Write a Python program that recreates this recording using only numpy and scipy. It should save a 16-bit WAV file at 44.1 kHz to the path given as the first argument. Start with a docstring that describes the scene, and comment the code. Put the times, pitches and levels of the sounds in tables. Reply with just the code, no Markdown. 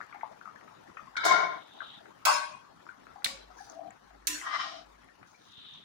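"""A thick curry boils in a steel pan in a small kitchen, heard by a hand-held pair of microphones.
Bubbles burst close by and fat crackles from the start; a low hum soon swells, and returns now and then.
After a second, steel utensils a little way off clank, drag and slide; the loudest ring comes just after
two seconds. From three and a half seconds the sauce fizzes, a ladle rubs and stirs, fat spits and the
boil calms. All along, the left microphone favours the middle range and hears everything a moment late."""
import sys
import numpy as np
from scipy import signal
from scipy.fft import rfft, irfft
from scipy.io import wavfile
from scipy.ndimage import uniform_filter1d

SR = 44100
rng = np.random.default_rng(int(sys.argv[2]) if len(sys.argv) > 2 else 0)


def inscribe(sig):
    """Save sig as 16-bit PCM at rate SR to the path in sys.argv[1].

    A 1-D sig is mono; a 2-D sig holds one channel per row.
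    Samples are clipped to [-1, 1] before scaling.
    """
    pcm = np.round(np.clip(np.atleast_2d(sig).T, -1, 1) * 32767)
    wavfile.write(sys.argv[1], SR, pcm.astype(np.int16))


N = 257588

# The tone colour of the boil. Each row: frequency in Hz, relative level in dB.
BOIL_COLOUR = [(25, -23), (53, -18), (120, -7.5), (240, -5), (600, -7.5), (800, -7.5), (1400, -9),
               (1800, -13.5), (2200, -19), (4200, -22.5), (6500, -26), (8000, -33.5), (11000, -34.5),
               (13500, -48), (14800, -32), (15700, -42.5), (15900, -83)]
# How loud the boil is. Each row: time in seconds, level in dB.
BOIL_LEVEL = [(0, -56.5), (.9, -57), (1.7, -56), (2.2, -58), (2.7, -61), (3.1, -58), (3.7, -58.5),
              (4.0, -62.5), (4.9, -61), (5.4, -65), (5.84, -65)]
# How long steel rings, before each blow stretches it. Each row: frequency in Hz, seconds to fall 60 dB.
RING_TIME = [(500, 0.21), (1500, 0.31), (4000, 0.34), (8000, 0.24), (16000, 0.17)]
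# The tone colours named in the table of blows. Each row: frequency in Hz, relative level in dB.
LID = [(180, -52), (300, -28), (1090, -7), (1210, -30), (1360, 8), (2000, -13), (2240, 2.5), (2740, -56),
       (2930, -17), (3650, -11.5), (6240, -26), (16500, -69)]
TRAY = [(1470, -56), (2300, -18), (2550, -37), (2900, -17), (3680, -10), (6350, -8.5), (13100, -30.5),
        (15200, -28), (16100, -32), (16500, -66)]
POT = [(150, -41), (250, -24.5), (495, -21.5), (590, -12), (800, -5), (1030, -3.5), (1580, -10.5),
       (1750, -17.5), (2480, -10), (3010, -18), (5280, -16), (10600, -26.5), (11400, -42), (15400, -27.5),
       (16500, -47)]
RIM = [(150, -22), (250, 2), (343, -4), (394, -38), (531, -1), (853, -12.5), (1170, -17.5), (1390, -7),
       (4060, -1.5), (10800, -12.5), (12500, -31), (15700, -14), (16500, -41)]
LADLE = [(150, -39), (250, -0.5), (303, 6.5), (795, -14.5), (868, -52), (999, -11), (1230, -9.5), (1810, 0),
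         (5370, -3.5), (5870, 2.5), (11800, -7.5), (15400, -12.5), (16500, -40)]
# The resonances named in the table of blows. Each row: pitch in Hz, width in Hz, strength in dB.
LID_RINGS = [(1351, 29, 2), (1884, 25, 9), (2207, 25, 13), (3050, 40, 11), (3558, 30, 13), (3900, 40, 13)]
POT_RINGS = [(608, 24, 14), (874, 22, 7), (958, 9, 13), (1075, 9, 13), (1114, 9, 14), (1536, 26, 13),
             (1636, 18, 9), (2040, 30, 7), (2463, 16, 9), (2600, 22, 5), (2710, 30, 10), (3305, 30, 10),
             (4382, 40, 7), (5281, 22, 13), (5990, 30, 12), (6880, 26, 15), (8125, 30, 20), (9383, 30, 17),
             (10660, 30, 18)]
RIM_RINGS = [(544, 21, 12), (730, 28, 18.5), (1140, 49, 25), (2288, 41, 10), (4020, 35, 9.2),
             (4060, 55, 4.8), (7360, 56, 6.4), (8400, 40, 7.1)]
LADLE_RINGS = [(300, 24, 10), (1012, 30, 16), (1421, 30, 9), (1852, 30, 7), (2300, 30, 8), (2713, 22, 13),
               (4134, 40, 11), (5841, 26, 12), (6858, 26, 15), (7978, 30, 16), (9227, 30, 16)]


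def amp(db):
    """Turns decibels into a gain."""
    return 10 ** (np.asarray(db, float) / 20)


def evened(x):
    """Scales a signal to an average (rms) size of 1."""
    return x / np.sqrt(np.mean(x ** 2) + 1e-20)


def wander(shape, *spans):
    """A slow random drift: noise smoothed once for each span."""
    x = rng.standard_normal(shape)
    for span in spans:
        x = uniform_filter1d(x, span)
    return evened(x)


def read(points, hz):
    """Looks up a table by frequency, joining its rows on a log scale."""
    f, value = np.transpose(points)
    return np.interp(np.log(hz + 1), np.log(f + 1), value)


def curve(points):
    """Turns a tone colour table into a gain for any frequency."""
    return lambda hz: amp(read(points, hz))


def peaks(table):
    """Turns resonances, the pitches an object favours, into a gain for any frequency."""
    return lambda hz: np.sqrt(sum(amp(db) ** 2 / (1 + (2 * (hz - f) / w) ** 2) ** 2
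                                  for f, w, db in table))


def add(mix, start, sound):
    """Mixes a sound in at a start time in seconds."""
    part = mix[:, round(start * SR):][:, :sound.shape[1]]
    part += sound[:, :part.shape[1]]


def mics(hz, tilt):
    """Left and right gains; tilt scales how much the two microphones differ."""
    # Each row: frequency in Hz, left level over right in dB.
    left_boost = [(100, 1.5), (400, 3.5), (800, 8.5), (1800, 11.5), (2600, 4.5), (6000, 2), (12000, -1.5)]
    db = tilt * read(left_boost, np.atleast_1d(hz)) / 2
    return amp([db, -db])


def shaped(x, gain, tilt):
    """Colours a stereo sound by gain(Hz) and the microphones, then sets it to a standard level."""
    hz = np.fft.rfftfreq(x.shape[1], 1 / SR)
    y = irfft(rfft(x) * gain(hz) * mics(hz, tilt), x.shape[1])
    return y / np.sqrt(np.mean(y ** 2) / 2 + 1e-20)


def arch(t, start, rise, hold, fall, db, foot_db):
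    """A gain that climbs from foot_db below its top, holds and sinks back."""
    edges = start + np.cumsum([0, max(rise, .002), max(hold, .002), max(fall, .002)])
    return amp(db - np.interp(t, edges, [foot_db, 0, 0, foot_db]))


def build_up(t, hz, bass_s=0.043, bass_hz=500):
    """Low notes take longer to build."""
    return 1 - np.exp(-(t + 1e-4) * (1 + (hz / bass_hz) ** 2) / bass_s)


def streaked(x, depth_db, t60=None):
    """Narrow resonances come and go by chance; with t60(Hz), each band also builds and dies away."""
    hz, t, spectra = signal.stft(x, SR, nperseg=512, noverlap=384)
    streaks = evened(amp(depth_db * wander(spectra.shape, 14, 14)))
    envelope = 1 if t60 is None else amp(-60 * t / t60(hz)[:, None]) * build_up(t, hz[:, None])
    return signal.istft(spectra * streaks * envelope, nperseg=512, noverlap=384)[1][:, :x.shape[1]]


def room(x, t60, share):
    """Echoes blur into a tail of noise that falls 60 dB in t60 seconds."""
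    t = np.arange(SR // 3) / SR
    tail = rng.standard_normal((2, len(t))) * amp(-60 * t / t60) * (t > .004)
    echoes = signal.fftconvolve(x, tail / np.linalg.norm(tail[0]), axes=1)[:, :N]
    return x + share * echoes


def simmer():
    """The boil is a flickering noise; its middle range swells most, the hiss above is steadier."""
    # Each row: frequency in Hz, how alike left and right are from 0 to 1.
    likeness = [(50, 0.39), (300, 0.72), (600, 0.79), (1200, 0.063), (2400, 0.066), (4000, 0.03),
                (9000, 0.026)]
    frames, hz = N // 128 + 5, np.fft.rfftfreq(512, 1 / SR)[:, None]
    a, b, c, d, patches = rng.standard_normal((frames, 257, 5)).T
    same, left = read(likeness, hz), a + 1j * b
    spectra = np.array([left, same * left + np.sqrt(1 - same ** 2) * (c + 1j * d)])
    patches = evened(uniform_filter1d(uniform_filter1d(patches, 4, axis=0), 14, axis=1))
    flicker_db = read([(1500, 3.28), (5000, 2.9)], hz) * patches + wander(frames, 4)
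    level_db = np.interp(np.arange(frames) * 128 / SR, *np.transpose(BOIL_LEVEL))
    swell_share = read([(150, 0.17), (700, 1.0), (2000, 0.56), (4000, 0.27)], hz)
    spectra *= amp(flicker_db + swell_share * (level_db - level_db.mean()))
    noise = signal.istft(spectra, nperseg=512, noverlap=384)[1][:, :N]
    return amp(level_db.mean()) * shaped(noise, curve(BOIL_COLOUR), tilt=1.0)


def blip(hz, swell_s, glide=0.043):
    """A tone swells unevenly and dies; glide lifts its pitch, as when a bubble opens."""
    age = np.arange(2400) / SR / max(swell_s, .0003)
    turns = hz * swell_s * (age + glide * age ** 2 / 2)
    uneven = 1 + 0.4 * np.sin(2 * np.pi * (0.48 * age + rng.random()))
    return np.sin(2 * np.pi * turns) * (age * np.exp(1 - age)) ** 2 * uneven


def boil_ticks(per_second, spread_db, follow):
    """Random ticks of uneven size; follow sets how much they weaken as stirring calms the boil."""
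    change_db = np.interp(np.arange(N) / SR, *np.transpose(BOIL_LEVEL)) - BOIL_LEVEL[0][1]
    ticks = rng.random(N) < per_second / SR
    return ticks * amp(follow * change_db + spread_db * np.minimum(rng.exponential(1, N), 3))


def bubbles():
    """Big bubbles ring and splash as they burst, among many small ones that come by chance."""
    # Each row: start in seconds, level in dB, pitch in Hz, swell time in seconds, splash level in dB.
    bursts = [(0.004, -37.5, 1230, 0.0014, -49), (0.012, -36.5, 1570, 0.001, -61),
              (0.124, -50, 1130, 0.0067, -40), (0.144, -44, 775, 0.0048, -44),
              (0.154, -44.5, 780, 0.0048, -47), (0.208, -46.5, 1920, 0.0023, -41.5),
              (0.231, -30, 825, 0.0028, -61), (0.2415, -37, 920, 0.0019, -62),
              (0.254, -54, 1020, 0.0054, -64), (0.309, -48, 598, 0.0062, -70),
              (0.411, -44, 1370, 0.002, -58), (0.454, -41.5, 1240, 0.0026, -53),
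              (0.473, -40.5, 1180, 0.0038, -56), (0.558, -49, 1640, 0.0027, -58),
              (0.609, -55, 1800, 0.0013, -50), (0.676, -49.5, 1200, 0.0041, -49.5),
              (0.969, -43.5, 1200, 0.0021, -36), (0.991, -43, 1160, 0.0036, -66),
              (1.068, -51, 1020, 0.009, -58), (1.803, -34.5, 1447, 0.0023, -45),
              (1.817, -35.5, 1225, 0.0016, -64), (2.055, -49, 1380, 0.0014, -51),
              (2.865, -42, 1190, 0.0011, -66), (2.887, -43, 1406, 0.0044, -51),
              (3.067, -48, 1330, 0.0015, -52.5), (3.156, -46, 753, 0.0053, -70),
              (3.179, -49.5, 750, 0.011, -73), (3.219, -50, 1280, 0.002, -53),
              (3.498, -50, 695, 0.0074, -78), (3.585, -48.5, 1550, 0.0037, -74),
              (3.6, -44, 748, 0.0086, -53), (3.905, -50, 710, 0.0014, -46.5),
              (4.105, -54, 710, 0.0045, -57), (4.635, -41, 744, 0.01, -69), (5.03, -65, 1880, 0.0057, -55),
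              (5.085, -60, 1685, 0.01, -54), (5.227, -53, 760, 0.0018, -46.5),
              (5.342, -61, 2206, 0.0066, -62)]
    out, t = np.zeros((2, N)), np.arange(2400) / SR
    splash_gain = peaks([(2140, 1400, 0), (1390, 1400, 0)])
    for start, db, hz, swell_s, splash_db in bursts:
        splash = shaped(rng.standard_normal((2, len(t))), lambda f: splash_gain(f) ** 2, tilt=1.0)
        splash *= amp(splash_db) * np.exp(-t / .004) * np.minimum(t / .002, 1)
        add(out, start, amp(db) * blip(hz, swell_s) * mics(hz, tilt=1.65) + splash)
    for hz in np.geomspace(500, 2400, num=24):
        ticks = boil_ticks(per_second=4.5, spread_db=1.6, follow=2.9)
        out += amp(-72.5) * signal.oaconvolve(ticks, blip(hz, 1.8 / hz))[:N] * mics(hz, tilt=0.46)
    return room(out, t60=0.21, share=0.61)


def crackle():
    """Hot fat gives off fine, bright ticks."""
    ticks = boil_ticks(per_second=250, spread_db=2.6, follow=1.45) * rng.standard_normal((2, N))
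    treble = lambda f: curve(BOIL_COLOUR)(f) * f ** 2 / (f ** 2 + 4000 ** 2)
    return amp(-83) * shaped(ticks, treble, tilt=0.75)


def hum(hz=51, bed_db=-89.5):
    """A low tone that swells and fades."""
    # Each row: start, rise, hold and fall in seconds, level in dB.
    swells = [(.85, 0.38, .04, .12, -70), (2.28, 0.11, 0.092, 0.11, -78), (2.948, 0.15, .02, 0.14, -74),
              (3.242, 0.1, 0.15, 0.33, -62.5), (3.976, 0.15, 0.21, .2, -63), (4.68, 0.19, 0.084, 0.28, -66)]
    t = np.arange(N) / SR
    level = amp(bed_db) + sum(arch(t, *row, 25) * (t > row[0]) * (t < sum(row[:4])) for row in swells)
    return np.sqrt(2) * uniform_filter1d(level, size=900) * np.sin(2 * np.pi * hz * t)


def blips(rows, glide, tilt):
    """One short tone for each row of a table."""
    out = np.zeros((2, N))
    for start, db, hz, swell_s in rows:
        add(out, start, amp(db) * blip(hz, swell_s, glide) * mics(hz, tilt))
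    return out


def knocks():
    """Bouncing steel makes hard little contacts."""
    # Each row: start in seconds, level in dB, pitch in Hz, swell time in seconds.
    contacts = [(1.154, -34, 1510, 0.0023), (1.233, -30, 1500, 0.0015), (3.2456, -15.5, 3870, 0.001),
                (3.2576, -21.5, 3960, 0.00071), (3.2627, -17, 2140, 0.00032), (4.2714, -21, 4400, 0.00067),
                (4.413, -37.5, 2010, 0.0023)]
    return blips(contacts, glide=0, tilt=1.0)


def clear_tones(t, colour, resonances, stretch):
    """Each resonance of the steel rings as a close pair of dying tones; narrow ones last longer."""
    grid_hz = np.linspace(0, SR / 2, num=2000)
    colour_power = np.sum(curve(colour)(grid_hz) ** 2) * grid_hz[1]
    out = np.zeros((2, len(t)))
    for hz, width, db in resonances:
        twin_hz = hz + width * (rng.random() - .5)
        phases = rng.random((2, 2, 1))  # different at each microphone
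        pair = np.sin(2 * np.pi * (hz * t + phases[0]))
        pair += 0.45 * np.sin(2 * np.pi * (twin_hz * t + phases[1]))
        pair *= amp(2.7 * wander(len(t), 600, 600))  # each tone wavers slightly
        t60 = 0.78 * stretch * read(RING_TIME, hz) * np.sqrt(24 / width)
        level = amp(read(colour, hz) + db - 60 * t / t60) * np.sqrt(width / colour_power)
        out += level * pair * build_up(t, hz) * mics(hz, tilt=0.43)
    return out


def clanks():
    """Each blow on steel is a short crack, then a dense, fuzzy ring blurred by the room."""
    # Each row: start in seconds, ring and crack levels in dB, crack decay in seconds, first tick over
    # the crack in dB, left over right at 8 kHz in dB, ring time factor, tone colour, resonances.
    blows = [(1.166, -33, -25, 0.01, -11, -5, 5.5, LID, LID_RINGS),
             (1.25, -30, -31.5, 0.016, 0, -11.5, 1.47, TRAY, LID_RINGS),
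             (2.2511, -18.5, -18.5, 0.0084, -35, -14.5, 2.07, POT, POT_RINGS),
             (3.2443, -31.5, -23.5, 0.0053, -1, -7, 1.33, RIM, RIM_RINGS),
             (4.27, -31, -24, 0.012, -5.5, -9.5, 2.1, LADLE, LADLE_RINGS)]
    t, out = np.arange(SR * 6 // 10) / SR, np.zeros((2, N))
    for start, ring_db, crack_db, decay_s, tick_db, left_db, stretch, colour, resonances in blows:
        a, b, c, d = rng.standard_normal((len(t), 4)).T
        tone, resonant = curve(colour), peaks(resonances)
        wash_gain = lambda f: tone(f) * np.hypot(1, amp(-4) * resonant(f))
        t60 = lambda f: stretch * read(RING_TIME, f) * np.hypot(1, resonant(f)) ** 0.21
        wash = shaped(np.array([a, 0.02 * a + 0.95 * b]), wash_gain, tilt=0.82)
        ring = streaked(wash, 7.02, t60) + clear_tones(t, colour, resonances, stretch)
        ring *= (1 - np.exp(-t / 0.017)) * amp(-90 * t ** 2)  # the ring dies ever faster and stops short
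        shade = lambda f: amp(np.outer([.5, -.5], left_db * f / 8000))  # the hand shades the left treble
        crack_gain = lambda f: tone(f) * (f / 4000) ** 0.064 * shade(f) * (f / np.hypot(f, 800)) ** 3
        crack = shaped(np.array([c, d]), crack_gain, tilt=0.71)
        crack *= (1 - np.exp(-t / 0.0024)) * np.exp(-t / decay_s) + amp(tick_db) * np.exp(-t / 0.0012)
        add(out, start, amp(ring_db) * ring + amp(crack_db) * crack)
    return out


def friction(start, end, lump_db, same):
    """Sticking and slipping makes lumpy noise; returns the times, the noise and its soft-ended fade."""
    t = np.arange(start, end, 1 / SR)
    left, other, lumps = rng.standard_normal((len(t), 3)).T
    lumps = amp(lump_db * evened(uniform_filter1d(uniform_filter1d(lumps, 200), 200)))
    right = same * left + np.sqrt(1 - same ** 2) * other
    fade = signal.windows.tukey(len(t), .06)
    return t, np.array([left, right]) * lumps * fade, fade


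def stroke(levels, resonances, colour, rasp_db, rasp_db_per_s, lump_db, tilt):
    """Scraping sets off a vessel's low resonances and a brighter, gritty rasp."""
    start, end = levels[0][0], levels[-1][0]
    t, drive, fade = friction(start, end + .04, lump_db, same=0.05)
    level_db = np.interp(t, *np.transpose(levels))
    level_db -= 300 * np.maximum(t - end + 0.014, 0)  # the utensil lifts off
    # Below 560 Hz both microphones hear much the same, the left 20 samples later.
    shared = np.array([np.roll(drive[0], 20), drive[0]])
    bass = signal.sosfiltfilt(signal.butter(4, 560, fs=SR, output="sos"), shared - drive)
    body = amp(level_db) * shaped(drive + 0.7 * bass, peaks(resonances), tilt)
    rasp = streaked(shaped(drive, curve(colour), tilt=0.51), depth_db=2.55)
    rasp *= amp(uniform_filter1d(level_db, size=1500) + rasp_db + rasp_db_per_s * (t - start))
    out = np.zeros((2, N))
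    add(out, start, fade * (body + rasp))
    return out


def drag():
    """A utensil drags over steel, starting loud and dying away."""
    # Each row: time in seconds, level in dB.
    levels = [(1.232, -14), (1.249, -40.5), (1.252, -23.5), (1.3, -27.5), (1.312, -22), (1.395, -27.5),
              (1.405, -29), (1.47, -31.5), (1.48, -36), (1.58, -44.5), (1.64, -71)]
    # Each row: pitch in Hz, width in Hz, strength in dB.
    resonances = [(181, 20, -19), (337, 51, -11.5), (427, 63, -8.5), (610, 24, -6.5), (697, 114, -3.5),
                  (1007, 210, -11), (1043, 24, 5), (1061, 26, -1.5), (1220, 260, -20), (1404, 27, 1),
                  (1470, 270, -9.5), (1930, 370, -18), (2160, 55, -5.5), (2222, 40, -7), (3650, 40, -18.5),
                  (3620, 33, -27)]
    # Each row: frequency in Hz, relative level in dB.
    rasp = [(1470, -35), (2300, -22), (2530, -27), (2800, -2.5), (3020, 0.5), (3250, -2), (3730, 2),
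            (4200, 0.5), (6180, -3), (7480, -31), (9860, -24), (12000, -53), (15600, -92)]
    return stroke(levels, resonances, rasp, rasp_db=-13, rasp_db_per_s=-36.5, lump_db=0.95, tilt=0.67)


def noise_swells(rows, gain, lump_db, tilt, streak_db, sag=0):
    """Lumpy noise rises and fades; sag makes its pitch start higher and end lower."""
    out = np.zeros((2, N))
    for row in rows:
        t, drive, fade = friction(row[0], sum(row[:4]), lump_db, same=0.037)
        high = shaped(drive, lambda f: gain(f / (1 + sag)), tilt)
        low = shaped(drive, lambda f: gain(f * (1 + sag)), tilt)
        progress = np.linspace(0, 1, len(t))
        sound = streaked((1 - progress) * high + progress * low, streak_db)
        add(out, t[0], arch(t, *row, foot_db=22) * fade * sound)
    return out


def slides():
    """Steel slides on steel with a thin hiss that sinks a little in pitch."""
    # Each row: start, rise, hold and fall in seconds, level in dB.
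    moves = [(1.46, 0.038, 0.32, 0.13, -62.5), (1.74, 0.093, 0.13, 0.068, -53.5),
             (5.38, .2, 0.2, 0.17, -54)]
    # Each row: pitch in Hz, width in Hz, strength in dB.
    resonances = [(3645, 460, 9), (3170, 720, 2), (3900, 190, 2), (2750, 300, -13)]
    return noise_swells(moves, peaks(resonances), lump_db=1.5, tilt=.6, streak_db=3, sag=0.023)


def fizz():
    """The sauce fizzes faintly as it is stirred up."""
    # Each row: start, rise, hold and fall in seconds, level in dB.
    swells = [(3.53, 0.055, .13, 0.091, -61.5), (5.24, 0.032, 0.25, 0.12, -71.5)]
    # Each row: frequency in Hz, relative level in dB.
    colour = [(1760, -34), (3000, -21), (3710, -6), (6340, 0), (7960, -19), (9320, -12), (13600, -36),
              (14100, -19), (15500, -19)]
    return noise_swells(swells, curve(colour), lump_db=2.6, tilt=.4, streak_db=6)


def rubs():
    """The ladle rubs the bottom of the full pan, which drones low."""
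    # Each row: start, rise, hold and fall in seconds, level in dB.
    moves = [(3.64, 0.1547, 0.059, 0.1224, -47), (4.42, 0.066, 0.33, 0.0634, -54)]
    # Each row: pitch in Hz, width in Hz, strength in dB.
    resonances = [(654, 38, 5.5), (697, 69, 2.5), (779, 17, 3), (302, 40, -3.5)]
    return noise_swells(moves, peaks(resonances), lump_db=2.5, tilt=1.8, streak_db=3)


def spits():
    """Hot fat spits in tiny, very high pops."""
    # Each row: start in seconds, level in dB, pitch in Hz, swell time in seconds.
    pops = [(3.6975, -40, 6300, 0.00079), (3.905, -46, 7180, 0.0011), (5.0435, -62, 10000, 0.00076),
            (5.3138, -63, 6300, 0.0021), (5.738, -57, 5800, 0.00094)]
    return blips(pops, glide=0.0013, tilt=5.4)


def stir():
    """A stirring utensil scrapes the vessel, growing grittier as it goes."""
    # Each row: time in seconds, level in dB.
    levels = [(4.402, -63), (4.41, -53), (4.462, -40.5), (4.466, -35.5), (4.502, -40), (4.548, -34),
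              (4.556, -30.5), (4.582, -45), (4.596, -34.5), (4.82, -65)]
    # Each row: pitch in Hz, width in Hz, strength in dB.
    resonances = [(900, 530, -11), (1058, 54, 6.5), (1212, 156, 6), (1394, 94, 1), (1630, 320, -6),
                  (1880, 87, 1.5), (2043, 10, 6), (2280, 42, -16), (3180, 70, -22)]
    # Each row: frequency in Hz, relative level in dB.
    rasp = [(1350, -54), (2300, -1.5), (2610, -9.5), (3090, 4), (3440, -4.5), (3880, 1.5), (4290, -7.5),
            (5280, -2), (7540, -25), (8950, -27), (9500, -33), (12400, -44), (20900, -120)]
    return stroke(levels, resonances, rasp, rasp_db=-18.5, rasp_db_per_s=60.8, lump_db=0.29, tilt=0.77)


def scene():
    """All sources together."""
    curry = simmer() + bubbles() + crackle() + spits()
    utensils = clanks() + knocks() + drag() + stir() + rubs() + slides()
    return curry + utensils + fizz() + hum()


def record(dry, lag_samples=40, top_hz=17100):
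    """Delays the left channel a moment and cuts off the highest treble."""
    left = np.concatenate([np.zeros(lag_samples), dry[0, :-lag_samples]])
    low_pass = signal.firwin(511, top_hz, window=("kaiser", 9), fs=SR)
    return signal.oaconvolve(np.array([left, dry[1]]), low_pass[None], "same")


dry = scene()
out = record(dry)
inscribe(out)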